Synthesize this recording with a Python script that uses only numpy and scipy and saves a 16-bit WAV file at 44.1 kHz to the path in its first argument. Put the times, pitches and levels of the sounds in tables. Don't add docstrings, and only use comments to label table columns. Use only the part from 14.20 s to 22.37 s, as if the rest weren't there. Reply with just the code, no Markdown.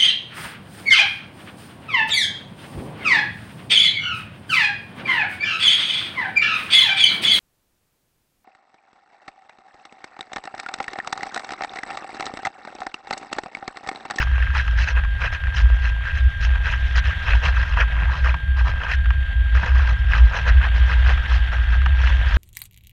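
import sys
import numpy as np
from scipy import signal
from scipy.fft import rfft, irfft
from scipy.io import wavfile

SR = 44100
rng = np.random.default_rng(int(sys.argv[2]) if len(sys.argv) > 2 else 0)


def materialize(psi):
    bounded = np.clip(np.atleast_2d(psi).T, -1, 1)
    quanta = np.round(bounded * 32767).astype(np.int16)
    wavfile.write(sys.argv[1], SR, quanta)


N = 360297
T = np.arange(N) / SR
HZ = np.fft.rfftfreq(N, 1 / SR)


def amp(db):
    return 10 ** (np.asarray(db) / 20)


def evened(x):
    return x / np.sqrt(np.mean(np.abs(x) ** 2) + 1e-20)


def curve(rows):
    s, values = np.transpose(rows)
    return np.interp(T, s, values)


def colour(points):
    hz, db = np.transpose(points)
    return np.interp(np.log(HZ + 1), np.log(hz + 1), db)


def filtered(x, db):
    log_gain = irfft(np.log(amp(np.maximum(db, -110))), N)
    log_gain[1:N // 2] *= 2
    log_gain[N // 2 + 1:] = 0
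    return irfft(rfft(x, N) * np.exp(rfft(log_gain)), N)


def noise(db):
    return evened(irfft(rfft(rng.standard_normal(N)) * amp(db), N))


def wander(rate_hz):
    return noise(-10 * (HZ / rate_hz) ** 2)


def band(x, lo_hz, hi_hz):
    below_high_edge = 1 / (1 + (HZ / hi_hz) ** 10)
    below_low_edge = 1 / (1 + (HZ / lo_hz) ** 10)
    return irfft(rfft(x) * (below_high_edge - below_low_edge), N)


def swell(t, s, length, edge=2):
    return np.exp(-np.minimum(np.abs(2.05 * (t - s) / length), 10) ** edge)


# (start_s, base_level_db)
AIRSPEED = [(0, -41.5), (2.1, -40.5), (3.0, -35), (4.25, -42), (6.1, -38), (6.6, -33.5), (7.1, -33.5),
            (7.6, -36.5), (8.17, -33)]
# (middle_s, length_s, rise_db)
LURCHES = [(0.884, 0.15, 2), (1.452, 0.026, 17.5), (1.54, 0.028, 9.5), (2.062, 0.049, 5), (2.33, .16, 5.5),
           (3.143, 0.056, 7), (3.519, .08, 5), (4.05, 0.042, 9), (4.441, 0.098, 0.5), (5.23, 0.043, 9.5),
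           (5.589, 0.17, 6), (6.045, 0.13, 7.5), (6.362, 0.062, 9.5), (6.807, 0.41, 4.5), (7.228, 0.13, 3),
           (7.573, 0.34, 4.5), (7.966, 0.27, 4.5)]
# (middle_s, length_s)
LULLS = [(0.007, .1), (0.673, 0.073), (1.133, 0.16), (1.859, 0.1), (2.13, 0.046), (2.591, 0.054),
         (3.013, 0.13), (3.964, 0.077), (4.192, .08), (4.637, 0.066), (5.07, 0.028), (5.476, .04),
         (6.168, 0.09), (7.06, 0.044)]


def shaking(base_db=-18.5, growth=0.19, swing_db=-2.4, swing_hz=24, lull_db=-14.5):
    speed_db = curve(AIRSPEED)
    faster_db = growth * (speed_db - speed_db.mean())
    lurches = sum(db * swell(T, s, length) for s, length, db in LURCHES)
    lulls = lull_db * sum(swell(T, s, length) for s, length in LULLS)
    return base_db + faster_db + swing_db * wander(swing_hz) + lurches + lulls


# (pitch_hz, relative_level_db)
BUFFET_COLOUR = [(7, -36), (20, 3.5), (38, 3.5), (44, -12), (74, 9.5), (89, 0), (101, 2), (138, -14),
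                 (158, -12.5), (197, -27.5), (300, -35), (450, -40), (900, -72.5)]


def rumble(mode_hz=58.3, width_hz=14, steadiness=0.66, low_hz=44, high_hz=75, mode_db=-0.03,
           buffet_db=-27, follow=0.2):
    shake_db = shaking()
    mode = noise(-10 * np.log10(1 + (2 * (HZ - mode_hz) / width_hz) ** 4))
    swing = evened(signal.hilbert(mode))
    steadied = swing.real / (np.abs(swing) ** 2 + 0.26) ** (steadiness / 2)
    push = amp(shake_db + mode_db) * evened(steadied)
    shudder = push.std() * evened(band(push, low_hz, high_hz))
    buffet = noise(colour(BUFFET_COLOUR)) * amp(follow * (shake_db - shake_db.mean()))
    return shudder + amp(buffet_db) * buffet


# (start_s, level_relative_to_body_db)
BLAST = [(0, -9), (.3, -9.5), (.8, -6), (2.0, -12), (2.75, -11.5), (3.1, -6), (3.8, -1.5), (4.6, 0.5),
         (4.75, -12.5), (5.4, -2), (6.9, -1.5), (8.17, -5)]
# (middle_s, length_s, strength_db, high_hiss_relative_to_strength_db)
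GUSTS = [(0.018, 0.037, -23.5, -14.5), (0.204, 0.14, -33, -23), (0.379, 0.062, -22, -18),
         (.612, 0.062, -26, -12), (.692, .05, -27, -14), (0.778, .046, -28, -27), (1.041, .06, -23, -21),
         (1.145, 0.037, -26.5, -16.5), (1.382, .06, -27, -12.5), (1.661, 0.066, -29.5, -17.5),
         (1.879, 0.065, -29.5, -22.5), (1.973, 0.051, -30.5, -20), (2.241, .05, -27, -13.5),
         (2.496, 0.093, -24.5, -21), (2.778, 0.032, -22, -11.5), (2.886, 0.067, -27, -20),
         (3.108, 0.086, -24.5, -20), (3.267, 0.059, -21, -15.5), (3.394, 0.097, -31.5, -15.5),
         (3.607, 0.055, -21.5, -20.5), (3.82, 0.22, -34, -21), (3.96, 0.093, -34.5, -11.5),
         (4.073, 0.063, -26.5, -16.5), (4.395, 0.05, -35.5, -12.5), (4.484, 0.048, -30.5, -12.5),
         (4.667, 0.1, -30, -20), (4.719, 0.053, -23, -19.5), (5.368, 0.034, -26.5, -18),
         (5.451, 0.099, -29, -16.5), (5.592, 0.087, -32, -16), (5.693, 0.057, -30, -15.5),
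         (5.952, 0.085, -26.5, -16), (6.168, 0.06, -26, -15.5), (6.289, 0.041, -24.5, -17),
         (6.444, 0.057, -26.5, -23), (6.585, 0.064, -34.5, -12), (6.715, 0.05, -28, -14.5),
         (6.895, 0.06, -26, -14), (7.139, .075, -31, -10.5), (7.34, 0.041, -31, -16),
         (7.534, .067, -34.5, -16), (7.855, 0.13, -32.5, -14.5)]


def gust_levels(churn_db=-9.5, churn_swing_db=5.5, churn_hz=3.7, churn_hiss_db=-14, hiss_growth=0.55):
    speed_db = curve(AIRSPEED)
    t = T[::64]
    churn = amp(speed_db + churn_db + churn_swing_db * wander(churn_hz))
    body = churn[::64] ** 2
    faster_db = np.interp(t, T, speed_db - speed_db.mean())
    hiss = body * amp(churn_hiss_db + hiss_growth * faster_db) ** 2
    for s, length, db, hiss_db in GUSTS:
        power = swell(t, s, length, edge=2.76) * amp(db) ** 2
        body = body + power
        hiss = hiss + power * amp(hiss_db) ** 2
    body = np.interp(T, t, np.sqrt(body))
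    hiss = np.interp(T, t, np.sqrt(hiss))
    return amp(curve(BLAST)) * body, body, hiss


def boom(boom_db=-48, growth=0.5, gust_growth=0.47):
    blast_db = curve(BLAST)
    gust_db = 20 * np.log10(gust_levels()[0])
    level_db = boom_db + growth * (blast_db - blast_db.mean()) + gust_growth * (gust_db - gust_db.mean())
    return amp(level_db) * evened(band(noise(colour(BUFFET_COLOUR)), 123, 440))


# (pitch_hz, width_hz, lift_db)
CASE = [(485, 19, 2), (971, 37, 7), (1284, 180, 4.5), (1560, 180, 2), (1920, 37, 2), (2580, 210, 5),
        (3200, 340, 5.5), (4046, 290, 6.5), (4430, 200, -4), (5230, 150, 7), (5400, 200, -7),
        (5570, 260, 6), (6230, 270, 4), (6600, 130, -1), (6760, 180, 2.5)]


def case_db():
    return sum(db / (1 + (2 * (HZ - hz) / width) ** 2) for hz, width, db in CASE)


# (pitch_hz, relative_level_db)
EDDY_COLOUR = [(200, -19.5), (380, -18.5), (480, -3.5), (900, -2), (1300, -2.5), (1650, 5), (2200, -6),
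               (2750, -6), (3600, -23), (5800, -31.5), (7000, -38.5), (7900, -50), (10500, -52),
               (15000, -71.5)]


def shell_db():
    return colour(EDDY_COLOUR) + case_db()


def ticks(per_s, spread_db):
    sizes = amp(spread_db * np.minimum(rng.exponential(1, N), 3)) * rng.choice([-1, 1], N)
    return evened(sizes * (rng.random(N) < per_s / SR))


def vortices(per_s, spread_db, low_hz=900, high_hz=3100, cycles=3, glide=0.14):
    age, out = np.arange(-400, 401) / SR, np.zeros(N)
    pitches = np.geomspace(low_hz, high_hz, num=16)
    for hz in pitches:
        turns = age * hz
        bend = 1 + glide * rng.uniform(-0.44, 1) * turns / cycles
        blip = np.exp(-(turns / cycles) ** 2) * np.sin(2 * np.pi * turns * bend)
        out += signal.oaconvolve(ticks(per_s / len(pitches), spread_db), blip, "same")
    return evened(out)


# (middle_s, length_s, chopped_share_added_to_the_usual, from 0 to 1)
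WAKE = [(0.14, 0.32, 0.8), (0.656, .3, .4), (1.523, 0.92, 0.65), (2.328, 0.16, 1), (3.8, 0.25, 0.5),
        (4.543, 0.16, 0.98), (7.932, 0.66, 0.35)]


def propeller(blades_hz=90.9, usual=0.16, sharpness=3, uneven_db=2.0, limp_db=3.1):
    spells = sum(part * swell(T, s, length) for s, length, part in WAKE)
    share = np.clip(usual + spells, 0, .95)
    turns = blades_hz * T
    blade = turns.astype(int)
    chance = np.clip(rng.standard_normal(blade[-1] + 1), -2, 2)[blade]
    sizes = amp(uneven_db * chance + limp_db * (-1) ** blade)
    return share, evened(sizes * np.exp(-sharpness * np.cos(2 * np.pi * turns)))


# (pitch_hz, relative_level_db)
RUSH_COLOUR = [(200, 1), (380, -10.5), (700, 1), (1200, -3), (1750, 10.5), (2300, 1.5), (3200, 2.5),
               (3740, -2.5), (3900, -8.5), (4200, -19.5), (4400, -6), (4700, -25), (6100, -28.5),
               (7200, -28.5), (9000, -39)]


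def rush(share, slaps, rush_db=-0.68, flutter_db=2.1, ring=0.25, stray_db=-10, rattle_db=2):
    even_rush = noise(colour(RUSH_COLOUR) + ring * case_db())
    smooth = amp(rush_db + flutter_db * wander(110)) * even_rush
    stray = evened(filtered(vortices(per_s=39, spread_db=1, low_hz=1390), shell_db()))
    rattle = share * evened(filtered(slaps * rng.standard_normal(N), shell_db()))
    return amp(curve(AIRSPEED)) * (smooth + amp(stray_db) * stray + amp(rattle_db) * rattle)


# (multiple_of_base_pitch, peak_level_db before flicker)
WHINE = [(1, -32.5), (2, -51), (4, -80), (5, -85.5), (6, -96), (7, -92), (8, -92)]


def whine(base_hz=1602.6, waver=0.00063, flicker_db=-0.4):
    turns = np.cumsum(base_hz * (1 + waver * wander(28))) / SR
    partials = sum(amp(db) * np.sin(2 * np.pi * k * turns) for k, db in WHINE)
    return amp(flicker_db * wander(48)) * partials


def patchy(x, patchy_db, patch_s, patch_hz):
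    z = signal.stft(x, nperseg=256, noverlap=192)[2]
    chance = rng.standard_normal(z.shape)
    over_time = signal.windows.gaussian(41, patch_s * SR / 64)
    over_pitch = signal.windows.gaussian(41, patch_hz * 256 / SR)
    patches = evened(signal.fftconvolve(chance, np.outer(over_pitch, over_time), "same"))
    return signal.istft(z * amp(patchy_db * patches), nperseg=256, noverlap=192)[1][:N]


def gusts(share, slaps, clump_db=0.54, flutter_db=2.4, tick_db=-9, vortex_db=-3, blast_db=-1.5,
          body_db=-1.13, hiss_db=-1.3, dulling=0.48, fizz_db=-43, chopped=0.4):
    blast, body, hiss = gust_levels()
    fluttering = evened(rng.standard_normal(N) * amp(flutter_db * wander(190)))
    eddies = fluttering + amp(tick_db) * ticks(per_s=400, spread_db=5)
    eddies = patchy(eddies, patchy_db=3.0, patch_s=0.0039, patch_hz=239)
    fine = evened(filtered(eddies, shell_db()))
    coarse = evened(filtered(vortices(per_s=420, spread_db=5.5), shell_db()))
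    air = (fine + amp(vortex_db) * coarse) * amp(clump_db * wander(140))
    brightness = np.clip(0.43 * body / blast, .3, 2) ** dulling
    spray_air = evened(band(air, 4190, 5100) + brightness * band(air, 5900, 6830))
    spray = amp(hiss_db) * hiss * spray_air
    low = amp(blast_db) * blast * evened(band(air, 290, 1477))
    middle = amp(body_db) * body * evened(band(air, 1467, 4040))
    fizz = amp(fizz_db) * body * evened(band(air, 8100, 15000))
    chop = np.sqrt(1 + chopped * share * (slaps ** 2 - 1))
    return chop * (low + middle) + np.sqrt(chop) * spray + fizz


def small_pops(count, pop_db=-23.5, thud_db=-12, spread_db=-2.5):
    when, size, thud = rng.random((count, 3)).T
    pop_levels = pop_db + spread_db * (2 * size - 1)
    thud_levels = thud_db + spread_db * (2 * thud - 1)
    return np.transpose([when * T[-1], pop_levels, thud_levels])


def puffs(times, sizes_db, rise_s, fall_s):
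    age, pressure = T[:SR // 10], np.zeros(N)
    shape = (1 - np.exp(-age / rise_s)) * np.exp(-age / fall_s)
    for s, db in zip(times, sizes_db):
        part = pressure[round(s * SR):][:len(shape)]
        part += amp(db) * shape[:len(part)] / shape.max()
    return pressure


# (start_s, crack_level_db, low_thud_relative_to_crack_db)
POPS = [(0.302, -20, -28), (0.35, -13.5, -15), (0.478, -16.5, -13), (0.601, -19, -16), (1.017, -17.5, -14),
        (1.237, -20.5, -33), (1.27, -21.5, -27), (2.757, -18, -16), (3.106, -21, -16), (3.254, -25, 1),
        (3.571, -21, 2), (3.821, -20, -0.5), (4.142, -20, -4), (4.469, -25, 6), (4.904, -18.5, -6.5),
        (5.429, -22.5, 6.5), (5.934, -10, -22), (6.154, -29, -13), (6.696, -20, -11), (6.9, -19, 0.5),
        (7.321, -26, -13), (7.617, -19, -34), (7.66, -12, -7), (7.872, -12, -25)]


def pops(pop_db=-6, thud_db=-6, tilt_db=-1, thump_db=-15):
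    s, db, low_db = np.vstack([POPS, small_pops(count=22)]).T
    crack = puffs(s, db + pop_db, rise_s=.001, fall_s=.0035)
    thud = puffs(s, db + low_db + thud_db, rise_s=.003, fall_s=.005)
    thump = puffs(s, db + low_db + thump_db, rise_s=.004, fall_s=.02)
    air = noise(shell_db() + tilt_db * np.log2(1 + HZ / 3000))
    bright = evened(band(air, 1200, 15000))
    low = evened(band(air, 660, 1300))
    deep = evened(band(noise(colour(BUFFET_COLOUR)), 130, 570))
    return crack * bright + thud * low + thump * deep


def scene():
    share, slaps = propeller()
    air = rush(share, slaps) + gusts(share, slaps) + pops()
    return (rumble() + boom() + air + whine())[None]


# (pitch_hz, relative_level_db)
HISS_COLOUR = [(3000, 7), (8500, 1.5), (9700, 8), (11500, -1), (14500, -3.5), (16000, -9.5)]


def record(dry, hiss_db=-70, edge_hz=15300):
    wet = dry + amp(hiss_db) * noise(colour(HISS_COLOUR))
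    limit = signal.firwin(511, edge_hz, window=("kaiser", 9), fs=SR)
    return signal.oaconvolve(wet, limit[None], "same")


dry = scene()
out = record(dry)
materialize(out)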